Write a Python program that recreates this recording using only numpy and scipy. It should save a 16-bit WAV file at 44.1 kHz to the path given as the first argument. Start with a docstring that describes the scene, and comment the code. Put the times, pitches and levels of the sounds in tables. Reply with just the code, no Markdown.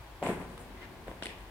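"""Slow footsteps on gravelly ground in a long stone tunnel, heard from the walker's hand.
Each sole lands in a cluster of dull thuds, crushes grit, slides on sand and knocks loose stones
together; in between, a shoe scrapes faintly. The arched roof rings and echoes over a low, steady
rumble and a soft rush of air."""
import sys
import numpy as np
from scipy import signal
from scipy.fft import rfft, irfft, next_fast_len
from scipy.io import wavfile

SR = 44100
rng = np.random.default_rng(int(sys.argv[2]) if len(sys.argv) > 2 else 0)


def bounce(signal):
    """Save signal as a 16-bit WAV file at the path given by the first command-line argument."""
    frames = np.transpose(np.atleast_2d(signal))
    limited = np.clip(frames, -1, 1)
    pcm = np.round(limited * 32767).astype(np.int16)
    wavfile.write(sys.argv[1], SR, pcm)


N = 66150

# how alike left and right are for sound from all around: f/Hz, likeness (1 = the same)
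ROOM_LIKENESS = [(100, 0.97), (1000, 0.68), (1800, 0.16), (4000, 0)]
# how alike they are for sound straight from the feet: f/Hz, likeness
FOOT_LIKENESS = [(500, .98), (1000, 0.8), (2000, -0.14)]
TOP_HZ = 15830  # the highest pitch the microphones pick up


def amp(db):
    """Turn decibels into a gain."""
    return 10 ** (np.asarray(db) / 20)


def unit(x):
    """Scale a signal to an average (rms) level of 1."""
    return x / np.sqrt(np.mean(x ** 2) + 1e-20)


def along(points, hz):
    """Read a curve of (frequency, value) points at hz, on a log frequency axis."""
    f, value = np.transpose(points)
    return np.interp(np.log(hz + 1), np.log(f + 1), value)


def since(start):
    """Seconds since start, zero before it."""
    return np.maximum(np.arange(N) / SR - start, 0)


def filtered(x, response):
    """Multiply each frequency in x by response(hz)."""
    size = next_fast_len(N + SR // 4)
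    hz = np.fft.rfftfreq(size, 1 / SR)
    return irfft(rfft(x, size) * response(hz), size)[..., :N]


def spread(pair, alike, response=np.ones_like):
    """Filter two unrelated signals and mix them into left and right with the given likeness."""
    def mid_and_side(hz):
        likeness = np.clip(along(alike, hz), -.99, .995)
        return response(hz) * np.sqrt([1 + likeness, 1 - likeness]) / np.sqrt(2)
    mid, side = filtered(pair, mid_and_side)
    return np.array([mid + side, mid - side])


def coloured(pair, spectrum, alike):
    """A stereo signal of level 1 with the given tone colour."""
    return unit(spread(pair, alike, lambda hz: amp(along(spectrum, hz))))


def noise():
    """Two unrelated white noises."""
    return rng.standard_normal((2, N))


def background(air_db=-51, rumble_db=-53):
    """Air rushes softly through the tunnel over a deep rumble."""
    # tone colours of the air and the rumble: f/Hz, relative level/dB
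    air_colour = [(35, -50), (62, -2.5), (80, -3), (110, -3.5), (200, -19), (350, -9.5), (480, -17),
                  (700, -11.5), (1050, -12), (1300, -19.5), (1650, -17), (3300, -24.5), (4700, -29.5),
                  (6800, -39.5), (9000, -39), (15500, -45.5)]
    rumble_colour = [(20, -32), (38, -8), (47, -3), (54, -4), (63, -13.5), (110, -44.5)]
    air = amp(air_db) * coloured(noise(), air_colour, ROOM_LIKENESS)
    rumble = amp(rumble_db) * coloured(noise(), rumble_colour, ROOM_LIKENESS)
    return air + rumble


def thuds(ring_cycles=6.2, rise_cycles=0.47, weight_s=0.33, weight_db=-32, weight_hz=175):
    """Each touch of the sole is a dull knock of a few cycles; the body's weight adds a deeper one."""
    # the sole meeting the ground: t/s, peak level/dB, f/Hz
    touches = [(.2195, -30, 594), (.2265, -21.5, 640), (.2322, -27, 860), (.2372, -29.5, 690),
               (.2438, -31, 930), (0.253, -33.5, 420), (.2662, -24.5, 940), (0.27, -21, 603),
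               (0.2871, -30, 920), (0.2903, -26, 199), (.2928, -24, 640), (0.3007, -24.5, 417),
               (0.3136, -26.5, 356), (.4252, -32.5, 533), (1.0693, -40, 534), (1.0807, -31, 504),
               (1.089, -42, 282), (1.1150, -34, 530), (1.2238, -35, 310), (1.2243, -34, 593),
               (1.2583, -39.5, 340), (1.2673, -41, 510)]
    out = np.zeros(N)
    for start, db, hz in touches:
        cycles = since(start) * hz
        rise = 1 - np.exp(-(cycles / rise_cycles) ** 2)
        knock = np.sin(2 * np.pi * cycles) * amp(-60 * cycles / ring_cycles) * rise
        out += amp(db) * knock / np.abs(knock).max()
    t = since(weight_s)
    weight = amp(weight_db - 60 * t / 0.066) * np.sin(2 * np.pi * weight_hz * t)  # fades in 66 ms
    return out + weight


def grains(per_s=7000, spread_db=2.5):
    """Tiny cracks at random moments, a few much louder than the rest."""
    hit = rng.random(N) < per_s / SR
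    return hit * noise() * amp(spread_db * np.minimum(rng.exponential(size=N), 3))


def gravel(attack_s=0.0059, release_db_per_s=239):
    """Packed soil, small stones and sand crackle while the sole presses on them."""
    # the ground giving way: t/s, hold/s, soil level/dB, crunch level/dB, crunch f/Hz, grit level/dB
    crushes = [(0.221, 0.028, -35.5, -42.5, 1920, -59.5), (.256, 0.025, -55, -43.5, 1920, -50.5),
               (0.284, 0.0047, -38, -41, 1530, -53), (.322, 0.0073, -48.5, -47.5, 1630, -59),
               (0.392, 0.017, -46.5, -52, 1520, -61), (0.483, 0.054, -55.5, -70, 1980, -67),
               (0.588, .026, -60.5, -79, 2000, -61), (1.068, 0.024, -49.5, -60, 2030, -64.5),
               (1.223, 0.029, -53.5, -47.5, 2640, -59), (1.283, .015, -56, -48.5, 2270, -82)]
    # tone colour of crunching stones: multiple of the crunch pitch, relative level/dB
    crunch_colour = [(.25, 1.5), (.62, -16), (.78, 4), (1.25, 3.5), (1.6, -2.5), (2.2, -12.5), (3.2, -23.5),
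                     (8, -34)]
    # tone colours of dull soil and bright grit: f/Hz, relative level/dB
    soil_colour = [(40, -28), (90, -7.5), (170, 8.5), (400, 4.5), (700, 3.5), (1030, 3), (1300, -9.5),
                   (2500, -31.5)]
    grit_colour = [(2500, -7), (5800, -11), (7800, -0.5), (9000, 1.5), (13000, -10), (16000, -31)]
    crunch, soil_level, grit_level = np.zeros((2, N)), np.zeros(N), np.zeros(N)
    for start, hold, soil_db, crunch_db, hz, grit_db in crushes:
        release = amp(-release_db_per_s * since(start + attack_s + hold))
        press = np.minimum(since(start) / attack_s, 1) * release
        colour = [(hz * multiple, db) for multiple, db in crunch_colour]
        crunch += amp(crunch_db) * press * coloured(grains(), colour, FOOT_LIKENESS)
        soil_level = np.hypot(soil_level, amp(soil_db) * press)  # overlapping presses add in power
        grit_level = np.hypot(grit_level, amp(grit_db) * press)
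    soil = soil_level * coloured(grains(), soil_colour, FOOT_LIKENESS)
    grit = grit_level * coloured(grains(), grit_colour, FOOT_LIKENESS)
    return crunch + soil + grit


def sliding_sand(width_hz=690):
    """Sand slides under the sole: a thin, grainy hiss whose pitch climbs as the pressure grows."""
    # slides: t/s, length/s, level/dB, first f/Hz, last f/Hz
    slides = [(0.228, .048, -53, 7300, 8750), (0.291, .045, -57.5, 8130, 8620),
              (1.238, 0.0107, -49, 8440, 8620)]
    out = np.zeros((2, N))
    for start, length, db, from_hz, to_hz in slides:
        progress = np.minimum(since(start) / length, 1)
        phase = 2 * np.pi * np.cumsum(from_hz + (to_hz - from_hz) * progress) / SR
        flutter = filtered(np.array([grains(), grains()]), lambda hz: 1 / (1 + (hz / width_hz) ** 2))
        hiss = unit(flutter[0] * np.cos(phase) + flutter[1] * np.sin(phase))
        out += amp(db) * np.sin(np.pi * progress) * hiss
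    return out


def stones(rise_s=0.00033, clack_fade_s=0.0092, snap_fade_s=0.015, clack_top_hz=9500):
    """Pebbles knock: a clack pitched by the stone's size and a snap, dull for some, bright for others."""
    # knocks: t/s, clack level/dB, clack f/Hz, snap level/dB, snap's upper edge f/Hz
    knocks = [(.2383, -34.5, 7520, -55, 13000), (0.273, -36, 7700, -48, 13000),
              (0.2867, -37, 2550, -48, 8000), (0.5778, -37.5, 1070, -42, 11900),
              (1.081, -34.5, 1560, -42, 3300), (1.1138, -37, 1660, -47, 3020),
              (1.2239, -25.5, 1580, -32.5, 6800), (1.2338, -28, 2990, -36, 11000),
              (1.2497, -34.5, 1540, -46, 9000), (1.2566, -25.5, 1960, -31.5, 13000),
              (1.2675, -28.5, 2520, -41, 12060)]
    # the tones a stone rings with: multiple of the clack pitch, relative level/dB
    stone_tones = [(1, 0.5), (1.19, -7.5), (1.47, -11.5), (1.83, -9), (2.3, -18)]
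    # tone colour of the snap: f/Hz, relative level/dB
    snap_colour = [(1500, -5), (3400, 5), (6000, -15), (8300, 1), (11000, -2), (16000, -43)]
    out = np.zeros((2, N))
    t = np.arange(SR // 20) / SR
    rise = 1 - np.exp(-(t / rise_s) ** 2)
    crack = coloured(noise(), snap_colour, FOOT_LIKENESS)
    for start, clack_db, pitch, snap_db, edge_hz in knocks:
        span = slice(round(start * SR), round(start * SR) + len(t))
        for multiple, db in stone_tones:
            hz = pitch * multiple
            # shifting left against right sets how alike they are
            shift = np.arccos(np.clip(along(FOOT_LIKENESS, hz), -1, 1)) * rng.choice([-1, 1]) / 2
            phase = 2 * np.pi * (hz * t + rng.random()) + np.array([[shift], [-shift]])
            level = rise * amp(clack_db + db - 60 * t / clack_fade_s)
            weakening = np.hypot(1, (hz / clack_top_hz) ** 8)  # very high tones barely ring
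            out[:, span] += level * np.sin(phase) / weakening
        snap = rise * amp(snap_db - 60 * t / snap_fade_s) * crack[:, span]
        low_pass = signal.butter(4, min(edge_hz, TOP_HZ), fs=SR)
        out[:, span] += signal.lfilter(*low_pass, snap)
    return out


def scrape(rub_db=-3.5, squeak_db=-0.5, pitch_wobble=0.038, wobbles_per_s=400):
    """A shoe drags a stone lightly: gritty rubbing with a faint, unsteady squeak."""
    # drags: middle t/s, half length/s, relative level/dB, squeak f/Hz
    drags = [(0.2657, 0.0011, -34, 2350), (.783, 0.019, -56.5, 1993), (.824, 0.0091, -49, 2050),
             (0.849, 0.0091, -50.5, 1780)]
    # the band of rubbing noise: f/Hz, width/Hz, relative level/dB
    rub_bands = [(2000, 1800, 6)]

    def rub_colour(hz):
        return sum(amp(db) * 1j * hz * width / (centre ** 2 - hz ** 2 + 1j * hz * width)
                   for centre, width, db in rub_bands) ** 2
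    t = since(0)
    wobble = np.interp(t * wobbles_per_s, np.arange(2048), rng.standard_normal(2048))
    uneven_time = t + pitch_wobble * np.cumsum(wobble) / SR
    rub_level, squeak = np.zeros(N), np.zeros((2, N))
    for middle, half_length, db, hz in drags:
        stroke = amp(db) * np.exp(-.5 * ((t - middle) / half_length) ** 2)
        squeak += stroke * np.sin(2 * np.pi * (hz * uneven_time + rng.random((2, 1)) / 2))
        rub_level += stroke
    rub = rub_level * unit(spread(grains(), FOOT_LIKENESS, rub_colour))
    return amp(squeak_db) * squeak + amp(rub_db) * rub


def reverb(fade_times, build_s):
    """Countless reflections blur into noise that builds up, then fades at each frequency's own rate."""
    hz, t, spectrum = signal.stft(noise(), SR, nperseg=256)
    fade_s = np.maximum(along(fade_times, hz), .02)[:, None]
    tail = signal.istft(spectrum * amp(-60 * t / fade_s), SR, nperseg=256)[1][:, :N]
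    tail = spread(tail, ROOM_LIKENESS) * (1 - np.exp(-since(0) / build_s))
    return tail / np.sqrt(np.sum(tail ** 2) / 2)


def tunnel(feet, short_db=-10.5, long_db=-19, ring_db=-63, echo_db=-21, echo_s=0.15):
    """A short reverb swells and dies, a quieter, longer one lingers, the arch rings, one echo returns."""
    # tones that ring across the arch: f/Hz, relative level/dB, time to fade by 60 dB/s
    arch_tones = [(127.4, -2.5, 2), (183.7, 2.5, 0.67), (210.8, -1, 1.16), (346, -2.5, 0.69),
                  (422.2, 8.5, 0.31), (541, 1.5, 0.28), (668, 6, 0.19), (724, -2, 0.091), (1017, 18, 0.087)]
    # the short and the long reverb: f/Hz, time to fade by 60 dB/s
    short_fades = [(150, 0.52), (600, 0.35), (2500, 0.33), (9000, 0.25), (16000, 0.19)]
    long_fades = [(100, 13.5), (600, 2.4), (2500, 1.4), (9000, 0.29), (16000, 0.55)]
    t = since(0)
    ring = sum(amp(db - 60 * t / fade_s) * np.cos(2 * np.pi * hz * t) for hz, db, fade_s in arch_tones)
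    short = amp(short_db) * reverb(short_fades, build_s=0.023)
    long = amp(long_db) * reverb(long_fades, build_s=0.0072)
    echo = filtered(feet, lambda hz: amp(echo_db) * np.exp(-2j * np.pi * hz * echo_s))  # a plain delay
    return signal.fftconvolve(feet, short + long + amp(ring_db) * ring, axes=1)[:, :N] + echo


def scene():
    """The feet, the tunnel's answer and the steady background."""
    feet = thuds() + stones() + gravel() + sliding_sand() + scrape()
    return feet + tunnel(feet) + background()


def record(dry):
    """The microphones favour the left a little and pick up nothing above TOP_HZ."""
    # how much louder the left side is: f/Hz, level/dB
    left_boost = [(60, 2), (3000, 2), (14000, 0.5)]
    return filtered(dry, lambda hz: amp(np.outer([.5, -.5], along(left_boost, hz))) * (hz < TOP_HZ))


dry = scene()
out = record(dry)
bounce(out)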